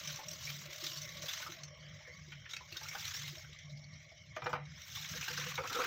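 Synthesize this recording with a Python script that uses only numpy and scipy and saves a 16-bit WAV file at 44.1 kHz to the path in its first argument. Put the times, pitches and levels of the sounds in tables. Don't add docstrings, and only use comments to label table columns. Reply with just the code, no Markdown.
import sys
import numpy as np
from scipy import signal
from scipy.fft import rfft, irfft, next_fast_len
from scipy.io import wavfile
from scipy.ndimage import uniform_filter1d, map_coordinates

SR = 44100
rng = np.random.default_rng(int(sys.argv[2]) if len(sys.argv) > 2 else 0)


def generate_wav(signal):
    frames = np.transpose(np.atleast_2d(signal))
    scaled = np.clip(frames, -1, 1) * 32767
    pcm = np.round(scaled).astype(np.int16)
    wavfile.write(sys.argv[1], SR, pcm)


def invert_db(x):
    u = np.asarray(x, float) / 20
    return 10 ** u


N = 258426

# (time [s], flow [dB], slosh relative to flow [dB])
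JET_FLOW = [(0, -47, -1.5), (.25, -58, 1.5), (.47, -51, -5.5), (.68, -57, 2), (.86, -47, -6.5),
            (1.13, -58.5, -1), (1.37, -47.5, 1), (1.62, -65, 3.5), (2.6, -64.5, 1.5), (3.1, -48.5, 0),
            (3.58, -66.5, 0), (4.3, -66, 1.5), (4.6, -72, 9), (4.96, -51, -2), (5.5, -48.5, 5.5),
            (5.61, -60, 8), (5.75, -44, -4.5), (5.86, -52, 11)]
# (frequency [Hz], level per Hz [dB])
SPRAY_COLOUR = [(1290, -33.5), (2200, -16), (2600, -8.5), (2840, -3.5), (3910, 0), (4600, -4.5), (5400, -1),
                (5990, 0), (6710, -4.5), (7600, -14), (9880, -42), (16700, -120)]
# (frequency [Hz], level per Hz [dB])
SLOSH_COLOUR = [(700, -17), (1100, -15), (1350, -6.5), (2200, -2.5), (3200, -10), (5000, -36)]
# (frequency [Hz], level per Hz [dB])
MIST_COLOUR = [(7300, -29), (7800, -6.5), (8500, -8.5), (9300, -22.5), (10500, -14), (11400, -16.5),
               (12200, -4), (13800, 0.5), (15100, 4), (15900, -4)]


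def unit(x):
    return x / np.sqrt(np.mean(x ** 2) + 1e-20)


def along(points, hz):
    f, value = np.transpose(points)
    return np.interp(np.log(hz + 1), np.log(f + 1), value)


def curves(rows):
    s, *columns = np.transpose(rows)
    return [np.interp(np.arange(N) / SR, s, column) for column in columns]


def wobble(rate):
    knots = rng.standard_normal(int(N * rate / SR) + 4)
    return map_coordinates(knots, [np.arange(N) * rate / SR])


def filtered(x, response):
    m = next_fast_len(N + 8192)
    return irfft(rfft(x, m) * response(np.fft.rfftfreq(m, 1 / SR)), m)[:N]


def modes(table):
    def response(f):
        total = 0
        for k, (centre, width, db) in enumerate(table):
            loss = 1j * f * width
            total = total + (-1) ** k * invert_db(db) * loss / (centre * centre - f * f + loss)
        return total
    return response


def sharp(table):
    return lambda f: modes(table)(f) ** 2


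def colour(points):
    return lambda f: invert_db(along(points, f)) * (f > points[0][0]) * (f < points[-1][0])


def rush(response, patchy_db, size=512, count=3):
    z = signal.stft(rng.standard_normal(N), nperseg=size)[2]
    patches = uniform_filter1d(rng.standard_normal(z.shape), 6, 0)
    patches = unit(uniform_filter1d(patches, count, 1))
    noise = signal.istft(z * invert_db(patchy_db * patches), nperseg=size)[1][:N]
    return unit(filtered(noise, response))


def steady(x, share):
    envelope = np.abs(signal.hilbert(x, next_fast_len(N))[:N] + 1e-9)
    return unit(x / envelope ** np.clip(share, 0, 1))


def held(rows, attack, release):
    s, length, *levels = np.transpose(rows)[:, :, None]
    t = np.arange(N) / SR - s
    shape = np.clip(t / attack, 0, 1) * np.exp(-np.clip(t - length, 0, None) / release)
    return [np.max(invert_db(db) * shape, axis=0) for db in levels]


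def burst(s, db, t60, rise, hold=1):
    t = np.arange(SR // 8) / SR
    fall = invert_db(db - 60 * (t / max(t60, .005)) ** hold)
    return round(s * SR), t, fall * (1 - np.exp(-t / rise))


def droplets(count, hz, spread, cycles, scatter_db):
    when, pitch, size = rng.random((count, 3)).T
    f = hz * np.exp(spread * 2 * (pitch - .5))[:, None]
    turns = np.arange(400) / SR * f
    ring = np.sin(2 * np.pi * turns * (1 + 0.0049 * turns))
    ring *= np.exp(-turns / cycles) * (1 - np.exp(-turns))
    ring *= invert_db(-scatter_db * np.log(size + 1e-9))[:, None]
    at = (when * N).astype(int)[:, None] + np.arange(400)
    return unit(np.bincount(at.ravel(), ring.ravel(), N + 400)[:N])


def mistiness():
    mist_db, knee_db, thins = -11.5, -58.5, 1.23
    return mist_db + thins * np.minimum(curves(JET_FLOW)[0] - knee_db, 0)


def yard(x):
    # (frequency [Hz], time to fall 60 dB [s])
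    echo_times = [(300, 0.21), (2000, 0.08), (8000, 0.11)]
    hz, t, z = signal.stft(rng.standard_normal(SR // 4), SR, nperseg=256)
    fade = invert_db(-60 * t / along(echo_times, hz)[:, None])
    tail = signal.istft(z * fade, SR, nperseg=256)[1]
    late = np.pad(x, (200, 0))
    return signal.fftconvolve(late, tail / np.linalg.norm(tail))[:N]


def pump():
    # (time [s], length [s], hum level [dB])
    surges = [(0, .15, -53.5), (.25, 0.42, -53), (.82, 0.14, -63), (.95, .3, -53.5), (1.45, 0.28, -59.5),
              (1.76, 0.21, -56), (2.13, 0.32, -57), (2.55, .2, -64), (2.8, .3, -59), (3.16, 0.16, -55),
              (3.42, 0.11, -58.5), (3.63, 0.37, -53.5), (4.2, 0.14, -60.5), (4.42, .35, -51.5),
              (4.88, 0.19, -59.5), (5.1, 0.12, -49), (5.28, 0.33, -51), (5.62, 0.079, -67)]
    # (frequency [Hz], width [Hz], level [dB])
    hum_peaks = [(144.67, 5.6, 2.5), (168.3, 72, -9.5)]
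    # (frequency [Hz], level per Hz [dB])
    rumble_colour = [(15, -71), (25, -48), (79, -12.5), (113, -9), (145, -7), (204, -15.5), (273, -15),
                     (300, -27), (390, -57), (660, -120)]
    # (frequency [Hz], level per Hz [dB])
    whir_colour = [(440, -39), (750, -20), (839, -11), (967, -62), (1280, -21), (1350, -59), (1480, -39),
                   (1570, -10), (1890, 2.5), (2160, 5), (2590, -21), (3140, 1.5), (4390, -18.5), (5660, -1),
                   (8500, -66), (11000, -69), (18700, -120)]
    # (frequency [Hz], width [Hz], level [dB])
    whine_peaks = [(1970, 57, -7), (2200, 170, 1)]
    # (frequency [Hz], width [Hz], level [dB])
    pipe_peaks = [(330, 61, -6.5), (490, 125, -4.5), (615.3, 95, 0.5), (1140, 154, -4)]

    t = np.arange(N) / SR
    idle_db = -70
    hum_db = 20 * np.log10(held(surges, attack=0.018, release=0.011)[0] + invert_db(idle_db))
    rumble_db = -66 + 0.37 * (hum_db + 56) + 0.7 * t
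    whir_db = -61 + 0.5 * wobble(1.5)
    full_db, drained_db, drains_s, drain_time_s = -66.5, -76, 2.02, 0.18
    pipe_db = drained_db + (full_db - drained_db) / (1 + np.exp((t - drains_s) / drain_time_s))

    hum = steady(rush(sharp(hum_peaks), patchy_db=0.0, size=4096), share=0.28)
    hum *= invert_db(hum_db - 2.0 + 2.26 * wobble(11))
    dull = lambda f: colour(rumble_colour)(f) / (1 + (f / 120) ** 4)
    rumble = invert_db(rumble_db + 3.5 + 2.3 * wobble(20)) * rush(dull, patchy_db=2.5, size=4096)
    whir = rush(colour(whir_colour), patchy_db=5.5, size=512, count=17)
    whir = invert_db(whir_db - 1.5) * (whir + 0.68 * rush(sharp(whine_peaks), patchy_db=-2.0))
    pipe = invert_db(pipe_db + 4) * rush(sharp(pipe_peaks), patchy_db=4.0, size=2048)
    return hum + rumble + whir + pipe


def housing():
    # (time [s], length [s], cavity level [dB], wall level [dB])
    drumming = [
        (5.585, 0.028, -41, -46.5),
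        (5.635, 0.021, -51, -41),
        (5.697, 0.038, -68, -44),
        (5.745, 0.032, -44.5, -38.5),
        (5.785, 0.038, -42, -36),
        (5.838, 0.015, -65, -37),
    ]
    # (frequency [Hz], width [Hz], level [dB])
    cavity_peaks = [(494, 58, 0)]
    # (frequency [Hz], width [Hz], level [dB])
    wall_peaks = [(310, 150, -13.5), (803, 196, -11), (1308, 186, 5), (1450, 434, -4), (2380, 82, -8.5)]
    boom, rattle = held(drumming, attack=0.0033, release=0.017)
    cavity = boom * steady(filtered(rng.standard_normal(N), sharp(cavity_peaks)), share=0.4)
    walls = steady(rush(modes(wall_peaks), patchy_db=5.0), share=0.5)
    return cavity + rattle * invert_db(0.38 * wobble(60)) * walls


def knocks():
    # (time [s], peak [dB], click relative to peak [dB], time to fall 60 dB [s])
    contacts = [(4.362, -31.5, -16.5, 0.031), (4.366, -27, -27, 0.012), (4.418, -36.5, -20.5, 0.077),
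                (4.458, -30.5, -33, 0.039), (4.464, -28.5, -20, 0.029), (4.474, -42, -31, 0.039),
                (4.493, -42, -9, 0.11), (4.528, -28.5, -18.5, 0.055), (4.55, -35.5, -31, 0.069),
                (4.441, -52.5, 1, 0.075), (4.574, -50, -20, 0.19), (5.577, -28.5, -25, 0.037)]
    # (frequency [Hz], width [Hz], level [dB])
    shell_peaks = [(297, 370, -12), (500, 25, 2.5), (605, 60, -1.5), (794, 132, 4.5), (957, 86, 5),
                   (1220, 100, 7.5), (1500, 200, 1), (1766, 140, 0), (2050, 81, -4.5), (2350, 92, 1),
                   (3170, 870, -14.5)]
    push, click = np.zeros((2, N + SR))
    for s, db, click_db, t60 in contacts:
        i, t, shape = burst(s, db, t60, rise=0.00093, hold=1.206)
        push[i:][:len(t)] += shape
        click[i:][:len(t)] += shape * invert_db(click_db)
    chatter = push[:N] * steady(rng.standard_normal(N), share=1.0)
    body = lambda f: modes(shell_peaks)(f) + 0.067 / (1 + (f / 2500) ** 4) * (f > 350)
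    shell = filtered(chatter, body)
    scrape = rush(colour(SPRAY_COLOUR), patchy_db=-5.5) + 0.12 * rush(colour(MIST_COLOUR), patchy_db=-1.0)
    return invert_db(7.5) * shell + invert_db(-0.5) * click[:N] * scrape


def glugs():
    # (time [s], peak [dB], pitch [Hz], time to fall 60 dB [s])
    pockets = [(0.4706, -42.5, 2290, 0.073), (0.833, -47, 2000, 0.025), (1.4232, -42.5, 1506, 0.038),
               (1.4618, -43, 1260, 0.078), (2.0689, -54.5, 1705, 0.077), (2.5346, -49, 2200, 0.052),
               (2.7593, -46, 1494, 0.05), (2.8102, -52, 1590, 0.055), (2.852, -47.5, 1408, 0.064),
               (2.911, -45, 2155, 0.063), (2.9502, -39.5, 1500, 0.046), (3.0205, -50, 2170, 0.06),
               (3.1443, -43.5, 1720, 0.037), (3.1693, -47, 1957, 0.059), (3.237, -48, 2080, 0.055),
               (3.4428, -53, 1530, 0.047), (5.1358, -43.5, 1640, 0.035), (5.226, -32.5, 2430, 0.021),
               (5.277, -39.5, 1497, 0.061), (5.3754, -36.5, 1530, 0.04), (5.4234, -46, 1523, 0.078),
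               (5.6404, -48, 1340, 0.028)]
    # (time [s], peak [dB], pitch [Hz])
    gulps = [(.188, -46.5, 850), (.314, -65.5, 335), (.68, -63.5, 335), (.825, -54, 344), (.909, -63, 347),
             (1.234, -50, 550), (1.399, -53, 980), (1.489, -56, 341), (2.005, -63, 835), (2.076, -58, 500),
             (2.275, -66, 344), (2.606, -51, 955), (2.721, -61.5, 330), (2.812, -51, 820),
             (2.947, -44.5, 830), (3.324, -61, 329), (3.37, -57.5, 626), (3.49, -64.5, 390),
             (4.116, -58.5, 667), (4.975, -59, 846), (5.149, -54.5, 496), (5.28, -50, 870),
             (5.301, -53.5, 472), (5.385, -51.5, 528), (5.46, -52, 480)]
    large = [(s, db, hz, 0.051 + 8.9 / hz) for s, db, hz in gulps]
    out = np.zeros(N + SR)
    for s, db, hz, t60 in pockets + large:
        i, t, shape = burst(s, db, t60, rise=0.0024, hold=1.39)
        rough = np.cumsum(rng.standard_normal(len(t))) * .003 * np.sqrt(hz)
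        ring = np.sin(2 * np.pi * hz * t * (1 + 1.01 * t) + rough)
        out[i:][:len(t)] += invert_db(4.0) * shape * ring
    return out[:N]


def splats():
    # (time [s], peak [dB], ring [Hz],
    # slap relative to peak [dB])
    short_slugs = [(.074, -32.5, 5980, -11), (.125, -38, 6170, -19), (.158, -37.5, 5660, -17),
                   (.284, -33.5, 5580, -24), (.313, -35.5, 5420, -29), (.332, -37, 5900, -24),
                   (.452, -35.5, 5520, -19), (.5, -35, 2970, -6), (0.759, -39, 6000, -30),
                   (0.839, -33, 5200, -9), (.865, -31, 3910, -12.5), (.916, -38, 2820, -15),
                   (.932, -36, 5450, -23), (.972, -34, 4430, -28), (1.017, -35.5, 6170, -28),
                   (1.09, -42, 3870, -16), (1.169, -41.5, 3690, -18), (1.221, -37.5, 5680, -11),
                   (1.333, -34, 3880, -10), (1.52, -40, 3930, -6), (1.585, -49, 3900, -20),
                   (1.634, -38, 6050, -13),
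                   (2.319, -43.5, 3070, -7), (2.51, -40.5, 3470, -15), (2.534, -31, 3850, -5.5),
              (2.565, -35, 2560, -5), (2.725, -36, 2690, -26), (2.768, -34.5, 3610, -21),
              (2.832, -37.5, 5680, -8), (2.885, -33, 5480, -11), (2.993, -38, 5500, -9),
              (3.052, -31.5, 3950, -17), (3.077, -34.5, 5800, -29), (3.221, -38.5, 3320, -8),
              (3.278, -34.5, 3690, -4.5), (3.353, -44, 3700, -12), (3.381, -42.5, 5430, -16),
              (3.53, -44.5, 3740, -8), (3.588, -44, 5920, -14), (3.772, -47.5, 4970, -27),
              (4.092, -56, 2200, -1), (4.655, -51, 3880, -29),
                   (4.817, -43, 5740, -28), (4.9, -45, 6170, -22), (5.045, -41, 3300, 3.5),
            (5.16, -38.5, 6000, -7), (5.211, -35.5, 5900, -2), (5.282, -34, 2820, -11),
            (5.33, -44, 5700, -29), (5.398, -36, 3530, -4), (5.554, -33.5, 3730, -17),
            (5.673, -36, 2580, -19), (5.7, -44, 5900, -10), (5.728, -35, 3740, 0.5), (5.818, -38, 2400, -7)]
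    # (time [s], peak [dB], ring [Hz], slap relative to peak [dB], length [s])
    gushes = [
        (1.231, -42.5, 5920, -14, .042),
        (1.283, -33.5, 3350, -8, 0.051),
        (1.411, -43, 3750, -4.5, 0.079),
        (2.493, -49, 5170, -7, 0.13),
        (3.138, -39.5, 5240, -24, 0.16),
        (3.695, -53.5, 3780, -26, 0.046),
        (4.951, -40.5, 3400, -8.5, 0.12),
        (5.088, -40.5, 5970, -25, .036),
    ]
    # (time [s], peak [dB], length [s])
    sheets = [
        (0.18, -53, 0.066),
        (2.321, -43, 0.026),
        (2.454, -41, 0.03),
        (2.756, -46.5, 0.033),
        (5.575, -33, 0.023),
        (5.634, -51, 0.025),
    ]
    puff, slap, ring = np.zeros((3, N + SR))
    slugs = [(*row, 0.021) for row in short_slugs]
    for s, db, hz, slap_db, length in slugs + gushes:
        i, t, shape = burst(s, db, length, rise=0.0013, hold=1.73)
        puff[i:][:len(t)] += shape
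        slap[i:][:len(t)] += shape * invert_db(slap_db)
        rough = 0.088 * np.cumsum(rng.standard_normal(len(t)))
        ring[i:][:len(t)] += shape * np.sin(2 * np.pi * hz * t * (1 + 1.86 * t) + rough)
    for s, db, length in sheets:
        i, t, shape = burst(s, db, length, rise=0.0059, hold=2.73)
        slap[i:][:len(t)] += shape
    puff = np.roll(puff, -40)
    mist = invert_db(mistiness() - 0.5) * rush(colour(MIST_COLOUR), patchy_db=-2.0)
    wet = puff[:N] * (rush(colour(SPRAY_COLOUR), patchy_db=4.5) + mist)
    dull = slap[:N] * rush(colour(SLOSH_COLOUR), patchy_db=-3.5)
    return invert_db(-7.0) * wet + invert_db(-2.5) * dull + invert_db(-4.0) * ring[:N]


def jet():
    spray_db, slosh_db = curves(JET_FLOW)
    sputter = 0.56 * wobble(8.4) + 0.8 * wobble(45) + 1.82 * wobble(130)
    drops = droplets(count=5000, hz=4464, spread=0.537, cycles=6.4, scatter_db=2.0)
    fizz = rush(colour(SPRAY_COLOUR), patchy_db=3.5) + 0.31 * unit(filtered(drops, colour(SPRAY_COLOUR)))
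    bubbles = droplets(count=1500, hz=1750, spread=0.582, cycles=8.5, scatter_db=2.5)
    slosh = rush(colour(SLOSH_COLOUR), patchy_db=2) + .5 * bubbles
    mist = rush(colour(MIST_COLOUR), patchy_db=4.0)
    water = invert_db(1.2) * fizz + invert_db(slosh_db - 4.5) * slosh + invert_db(mistiness() + 1.5) * mist
    return invert_db(spray_db + sputter) * water


def scene():
    hits = splats() + glugs() + knocks()
    return (hits + invert_db(-4.5) * yard(hits) + jet() + housing() + pump())[None]


def suppress(x, slope):
    # (frequency [Hz], threshold per bin [dB])
    thresholds = [(250, -115.5), (1000, -81.5), (2200, -78), (4000, -80.5), (7000, -83.5), (9500, -101),
                  (13000, -94)]
    hz, _, z = signal.stft(x, SR, nperseg=1024)
    power = uniform_filter1d(np.abs(z) ** 2, size=7, axis=0)
    power = uniform_filter1d(power, size=3, axis=1)
    under_db = 10 * np.log10(np.abs(power) + 1e-20) - along(thresholds, hz)[:, None]
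    gain = invert_db(np.clip(slope * under_db, -18, 0))
    return signal.istft(z * gain, SR, nperseg=1024)[1][:N]


def low_pass(x):
    return signal.sosfilt(signal.butter(12, 17040, fs=SR, output="sos"), x)


def record(dry):
    clean = suppress(filtered(dry[0], lambda hz: hz < 15830), slope=0.72)
    frame = np.arange(N) / 1024
    pulse_db = 0.63 * np.cos(2 * np.pi * frame + 2.7)
    return low_pass(clean[None] * invert_db(pulse_db))


dry = scene()
out = record(dry)
generate_wav(out)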